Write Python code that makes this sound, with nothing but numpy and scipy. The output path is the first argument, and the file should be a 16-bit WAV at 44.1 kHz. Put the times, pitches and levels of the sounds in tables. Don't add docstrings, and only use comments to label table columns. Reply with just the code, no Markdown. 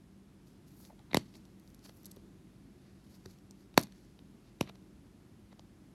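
import sys
import numpy as np
from scipy import signal
from scipy.fft import rfft, irfft, next_fast_len
from scipy.io import wavfile
from scipy.ndimage import uniform_filter1d

SR = 44100
rng = np.random.default_rng(int(sys.argv[2]) if len(sys.argv) > 2 else 0)


def unload_audio(sound):
    columns = np.transpose(np.atleast_2d(sound))
    steps = np.round(np.clip(columns, -1, 1) * 32767)
    wavfile.write(sys.argv[1], SR, steps.astype(np.int16))


N = 262130
HIT_SIZE, LEAD_S = 4096, 0.012

# t/s, crack level/dB, slip time constant/ms, slip level re jolt/dB,
# spectral tilt/(dB per octave), first freed f/Hz, its boost/dB, second freed f/Hz, its boost/dB,
# muted f/Hz, crack cutoff f/Hz, knock level/dB, thump level/dB, initial thump f/Hz, thump decay/ms
RIM_SLIPS = [(1.1324, -32.5, .28, -9, -6, 2230, 9, 4200, 7.5, 7000, 12000, -46, -31, 900, 6),
             (1.1459, -18.5, .4, -8, -0.5, 2050, 14.5, 3820, 7, 2994, 12500, -21.5, -15.5, 766, 4.5),
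             (1.1561, -35.5, .48, -2, -3, 2760, 10, 1700, 7, 4500, 14000, -40, -32, 594, 3.7),
             (1.1708, -21, 1.06, 3.5, 0.5, 3100, 9, 4310, 7, 3650, 11500, -27, -13.5, 690, 4.5),
             (3.7773, -11, 0.55, -3, -1, 4390, 9.5, 1694, 7, 3100, 12440, -11.5, -8.5, 774, 2.9),
             (4.6106, -24, 0.96, 0.5, -3.5, 2800, 5.5, 7050, 2.5, 2010, 12100, -29, -16.5, 684, 5.2)]


def snaps(low_hz=1450, bare_share=0.3, freed_oct=0.22, muted_oct=0.1, muted_db=-9):
    out = np.zeros(N)
    jolt = signal.unit_impulse(HIT_SIZE, int(LEAD_S * SR))
    for (s, crack_db, slip_ms, slip_db, tilt_db, first_hz, first_db, second_hz, second_db, muted_hz,
         edge_hz, knock_db, thump_db, thump_hz, decay_ms) in RIM_SLIPS:
        force = strength(jolt, 0) + strength(slip(slip_ms), slip_db)
        ring = shell(force, direct=bare_share)

        grip_db = first_db * bell(ring, first_hz, freed_oct)
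        grip_db += second_db * bell(ring, second_hz, freed_oct)
        grip_db += muted_db * bell(ring, muted_hz, muted_oct)
        slope_db = tilt_db * octaves(ring).clip(10)
        ring = irfft(rfft(ring) * undb(slope_db + grip_db))

        ring = butter(ring, edge_hz, "low", order=3)
        crack = disperse(butter(ring, low_hz, "high", order=5))
        spring = thump(thump_hz, decay_ms)
        air = spring + hollow(spring)
        hit = strength(crack, crack_db) + strength(knock(), knock_db) + strength(air, thump_db)
        add(out, hit, s)
    return out


def slip(ms, grain_db=4, release=1.0):
    t_ms = 1000 * (np.arange(HIT_SIZE) / SR - LEAD_S)
    grains = rng.standard_normal(HIT_SIZE) * undb(grain_db * rng.standard_normal(HIT_SIZE))
    return grains * np.exp(-np.maximum(-t_ms, t_ms / release) / max(ms, 0.1))


# f/Hz, bandwidth/Hz, level/dB before the random spread
SHELL_MODES = [(1062, 530, 4.5), (1730, 840, -2), (2090, 350, 2), (2530, 330, -3.5), (3100, 420, -3.5),
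               (3780, 700, 1.5), (4290, 240, -2), (4650, 210, -5), (5500, 300, -2.5), (5916, 200, -2.5),
               (6920, 240, -11), (8070, 350, -8), (10540, 450, -5), (11320, 600, 0.5), (11900, 500, -7)]


def shell(force, direct=0.3, spread_db=1):
    out = direct * butter(force, 1200, "high")
    for (hz, width_hz, db), chance in zip(SHELL_MODES, rng.standard_normal(len(SHELL_MODES))):
        out = out + undb(db + spread_db * chance) * resonate(force, hz, width_hz)
    return out


def disperse(x, lag_s=0.00017, mid_hz=4000):
    hz = np.fft.rfftfreq(len(x), 1 / SR)
    delay_cycles = lag_s * (2 * np.sqrt(mid_hz * hz) - hz)
    return irfft(rfft(x) * np.exp(-2j * np.pi * delay_cycles))


def thump(hz, decay_ms, cycles=0.77, lag_s=0.00029, top_hz=1000, low_hz=105):
    t = np.maximum(np.arange(HIT_SIZE) / SR - LEAD_S - lag_s, 0)
    phase = 2 * np.pi * cycles * np.log1p(t * hz / cycles)
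    swing = -np.sin(phase) * np.exp(-1000 * t / max(decay_ms, 0.5))
    return butter(butter(swing, top_hz, "low"), low_hz, "high")


# f/Hz, bandwidth/Hz, level re thump/dB
AIR_MODES = [(293, 31, -9), (650, 22, -11)]


def hollow(x):
    return sum(undb(db) * resonate(x, hz, width_hz) for hz, width_hz, db in AIR_MODES)


def knock(hz=900, length_ms=0.68, lag_s=0.00079):
    t = np.arange(HIT_SIZE) / SR - LEAD_S - lag_s
    return -np.cos(2 * np.pi * hz * t) * np.exp(-(1000 * t / length_ms) ** 2 / 2)


def settling(per_s=1400, level_db=-33.5, fade_s=0.025, spread_db=5, rise_s=0.0042, edge_hz=7000):
    strain = sum(undb(crack_db + level_db) * swell(s, rise_s, fade_s) for s, crack_db, *_ in RIM_SLIPS)
    crackle = shell(jolts(per_s, spread_db), direct=1.0)
    return unit(butter(crackle, edge_hz, "low")) * strain


# t of letting go/s, shell level/dB, build-up time constant/s
RIM_DRAGS = [(1.116, -51, 0.004), (4.699, -57, 0.028), (5.53, -65, 0.013)]


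def creaks(per_s=3000, spread_db=5, stop_s=0.0025, edge_hz=4200, body_db=-7, body_hz=900,
           rim_hz=3850, rim_width_hz=350, rim_db=0):
    force = jolts(per_s, spread_db)
    rim = undb(rim_db) * resonate(force, rim_hz, rim_width_hz)
    ring = butter(shell(force, direct=0.12) + rim, edge_hz, "low", order=6)
    body = butter(butter(force, body_hz, "low"), 440, "high")
    drag = sum(undb(db) * swell(s, rise_s, stop_s) for s, db, rise_s in RIM_DRAGS)
    return (unit(ring) + undb(body_db) * unit(body)) * drag


def jolts(per_s, spread_db):
    present = rng.random(N) < per_s / SR
    sign = np.sign(rng.standard_normal(N))
    return present * sign * undb(spread_db * rng.uniform(-0.81, 1, N))


# t/s, ring level/dB, knock level re ring/dB,
# centre of emphasis f/Hz, build-up time constant/ms
CONTACTS = [(.804, -59, 3, 11500, 1.2), (0.8512, -52, -13, 4650, 0.5), (0.902, -63, 5, 1500, 1.7),
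            (0.9935, -58, -6, 3850, 0.9), (1.341, -56.5, -11, 3300, .6), (1.357, -49.5, -5, 3500, 8.8),
            (1.454, -57.5, -21, 5140, 0.91), (1.599, -60.5, -17, 10800, .8), (1.677, -58, -16, 4970, 0.86),
            (1.703, -62, -6, 6400, .8), (1.747, -53.5, -20, 8160, 1.6), (1.793, -61.5, -20, 5700, 1.4),
            (1.863, -51, -2.5, 3500, 5), (1.896, -48, 0, 3980, 2.8), (2.033, -57, -27, 11400, 0.46),
            (2.048, -52.5, -20, 5600, 2), (2.0577, -41.5, -26, 11900, 0.92),
            (2.0615, -48, -26, 12500, 0.63), (2.066, -48.5, -16, 8500, 1.3),
            (2.1135, -50.5, -28, 10200, 0.47), (2.1168, -46.5, -28, 8700, .8),
            (2.164, -56.5, -12, 12000, 1.2), (2.169, -58, -7, 3500, 3.5), (3.260, -44.5, 3.5, 5200, 1.35),
            (3.388, -62, -13, 5000, 1.2), (3.510, -49, -11, 7000, 0.29), (3.743, -54, -4.5, 3060, 1.2),
            (3.781, -29.5, -7, 6000, 1.3), (3.7943, -35, -7, 7540, .9), (3.805, -47, -8.5, 11100, 0.99),
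            (3.8135, -39.5, -5.5, 10500, 1), (3.8285, -43.5, -6.5, 8500, 0.8),
            (3.8332, -46, -13, 9100, 0.68), (3.8358, -39, -12, 7000, 2.8), (3.871, -56.5, -1, 4500, 1.1),
            (3.924, -53.5, -14.5, 4400, 1.8), (4.192, -53, -3, 2860, 1.4), (4.6147, -49, 5, 6500, 1.8),
            (4.628, -47, -1.5, 2500, 1.05), (4.667, -64, -10, 3700, 0.85), (4.676, -49, -1, 2290, 1.9),
            (4.692, -50.5, -8, 3100, 2.7), (4.696, -45.5, -17, 2880, 2.3), (4.757, -55.5, -1, 3600, 3),
            (4.826, -68, -8, 3800, 1.2), (5.529, -58.5, 7, 3000, 3.2), (5.595, -49.5, -7, 3330, 1.1)]


def ticks():
    out = np.zeros(N)
    for s, db, knock_db, hz, ms in CONTACTS:
        add(out, tick(db, knock_db, hz, ms), s)
    return out


def tick(db, knock_db, hz, ms, width_oct=0.82, knock_hz=750, knock_low_hz=300, edge_hz=15000,
         low_share=0.3):
    force = slip(ms, release=0.17)
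    ring = butter(shell(force, direct=0.13), edge_hz, "low", order=3)
    ring = butter(ring, low_share * hz, "high", order=5)
    ring = irfft(rfft(ring) * bell(ring, hz, width_oct))
    dull = butter(butter(force, knock_hz, "low"), knock_low_hz, "high")
    return strength(ring, db) + strength(dull, db + knock_db)


# t/s, level/dB, hollow resonance f/Hz, T60/s
FINGERTIP_BUMPS = [(0.903, -45, 764, 0.025), (.929, -54.5, 640, 0.021), (0.994, -52, 795, 0.027),
                   (2.169, -43.5, 393, 0.057), (3.261, -42, 375, 0.053), (3.26, -40, 88.5, 0.14),
                   (4.698, -44, 480, 0.013), (5.595, -48, 488, .018)]


def bumps(contact_ms=3.3, soft_hz=1100):
    out = np.zeros(N)
    for s, db, hz, t60 in FINGERTIP_BUMPS:
        width_hz = np.log(1000) / (np.pi * t60)
        push = butter(slip(contact_ms), soft_hz, "low", order=3)
        add(out, strength(resonate(push, hz, width_hz), db), s)
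    return out


# f/Hz, relative density level/dB
SKIN_SPECTRUM = [(700, -8), (1500, -14), (3200, -11.5), (4500, 4.5), (6800, 0.5), (8600, -6.5), (10300, -2),
                 (11800, 2), (13300, -8), (16000, -16)]
# t of firmest pressure/s, level/dB, swell time constant/s, fade time constant/s,
# spectral tilt/(dB per octave)
FINGER_STROKES = [(.475, -71.5, 0.012, 0.068, -1), (.672, -71.5, 0.008, 0.1, 2),
                  (.8, -66.5, 0.042, 0.057, 11.5), (0.855, -62.5, 0.023, 0.018, -2),
                  (1.26, -72, 0.02, 0.17, -4.5), (1.359, -65, 0.013, 0.015, 0),
                  (1.695, -73, 0.034, 0.025, 12), (1.852, -57, 0.012, 0.021, -3),
                  (1.885, -70, 0.012, 0.009, 5), (1.965, -70.5, 0.035, 0.05, 9),
                  (2.07, -72.5, 0.054, 0.11, -4), (2.88, -76, 0.17, 0.12, -14),
                  (3.15, -65.5, 0.052, 0.029, -1), (3.31, -66.5, 0.043, 0.029, -2.5),
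                  (3.61, -72, 0.032, .03, -2), (3.97, -71.5, 0.043, 0.12, -4),
                  (4.47, -71.5, 0.035, 0.05, -14.5)]


def fingers(grain_db=4.5, flutter_db=1.5, ridge_db=1.5, body_db=-11):
    uneven_db = grain_db * rng.standard_normal(N) + flutter_db * walk(94) + ridge_db * walk(600)
    grains = rng.standard_normal(N) * undb(uneven_db)
    rub = unit(colour(grains, SKIN_SPECTRUM)) + undb(body_db) * unit(shell(grains, direct=0.16))
    rub = np.resize(rub, next_fast_len(N))
    spectrum = rfft(rub)
    height_oct = octaves(rub).clip(np.log2(3000))
    out = np.zeros(N)
    for s, db, rise_s, fall_s, tilt_db in FINGER_STROKES:
        hiss = unit(irfft(spectrum * undb(tilt_db * height_oct))[:N])
        out += undb(db) * swell(s, rise_s, fall_s) * hiss
    return out


# centre f/Hz, level/dB, T60/s
REVERB_BANDS = [(177.6, -14, 0.24), (445, -18.5, 0.092), (900, -20, 0.15), (1650, -22, 0.15),
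                (3036, -24, 0.27), (4877, -19.5, 0.17), (7600, -10.5, 0.06), (12080, -21, .18)]


def reverberation(x, gap_s=0.00093):
    t = np.arange(SR // 2) / SR
    centres = np.log2([row[0] for row in REVERB_BANDS])
    response = np.zeros(len(t))
    for (hz, db, t60), share in zip(REVERB_BANDS, np.eye(len(REVERB_BANDS))):
        weight = np.sqrt(np.interp(octaves(t), centres, share))
        band = irfft(rfft(rng.standard_normal(len(t))) * weight, len(t))
        fade = np.exp(-np.log(1000) * t / t60) * (t > gap_s)
        response += undb(db) * band * fade / np.sqrt(np.sum(fade ** 2))
    return signal.fftconvolve(x, response)[:N]


# f/Hz, relative density level/dB
ROOM_SPECTRUM = [(15, -42), (25, -14), (38, -8.5), (97, -7), (149, -6), (166, -6.5), (195, -4), (217, -7),
                 (335, -9.5), (400, -15.5), (480, -23), (714, -26), (911, -28.5), (2610, -35.3),
                 (5000, -38.3), (9000, -42.7), (11200, -40.5), (13000, -47.5), (16000, -59.5)]


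def background(room_db=-58.5, wander_db=-0.5, low_hz=48, hum_hz=48.5, harmonics_db=(-73, -77, -81, -65.5),
               waver_db=2.0, drift=0.0037):
    rumble = butter(colour(rng.standard_normal(N), ROOM_SPECTRUM), low_hz, "high", order=5)
    turns = np.cumsum(hum_hz * (1 + drift * walk(1.9))) / SR
    hum = np.zeros(N)
    for number, db in enumerate(harmonics_db, start=1):
        tone = np.sqrt(2) * np.sin(2 * np.pi * number * turns)
        hum += tone * undb(db + waver_db * walk(3.6))
    return unit(rumble) * undb(room_db + wander_db * walk(2.1)) + hum


def undb(db):
    return 10 ** (np.asarray(db) / 20)


def unit(x):
    return x / np.sqrt(np.mean(x ** 2))


def strength(x, db):
    return x * undb(db) / np.sqrt(np.sum(x ** 2) / (SR / 1000))


def butter(x, hz, kind, order=2):
    return signal.sosfilt(signal.butter(order, min(hz, SR / 2 - 100), kind, fs=SR, output="sos"), x)


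def resonate(x, hz, width_hz):
    return signal.lfilter(*signal.iirpeak(hz, hz / width_hz, fs=SR), x)


def octaves(x):
    return np.log2(np.maximum(np.fft.rfftfreq(len(x), 1 / SR), 1))


def bell(x, hz, width_oct):
    return 1 / (1 + ((octaves(x) - np.log2(hz)) / width_oct) ** 2)


def colour(x, points):
    hz, db = np.transpose(points)
    return irfft(rfft(x) * undb(np.interp(octaves(x), np.log2(hz), db)), len(x))


def walk(rate):
    k = int(SR / rate)
    steps = np.repeat(rng.standard_normal(N // k + 1), k)[:N]
    return unit(uniform_filter1d(steps, k))


def swell(s, rise_s, fall_s):
    t = np.arange(N) / SR - s
    return np.exp(-np.maximum(-t / max(rise_s, 0.001), t / max(fall_s, 0.001)))


def add(out, x, s):
    i = int((s - LEAD_S) * SR)
    out[i:i + len(x)] += x[:N - i]


def scene():
    handling = snaps() + settling() + creaks() + ticks() + bumps() + fingers()
    return (handling + reverberation(handling) + background())[None]


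def record(dry, top_hz=16200):
    return signal.sosfilt(signal.ellip(8, 0.2, 70, top_hz, fs=SR, output="sos"), dry)


dry = scene()
out = record(dry)
unload_audio(out)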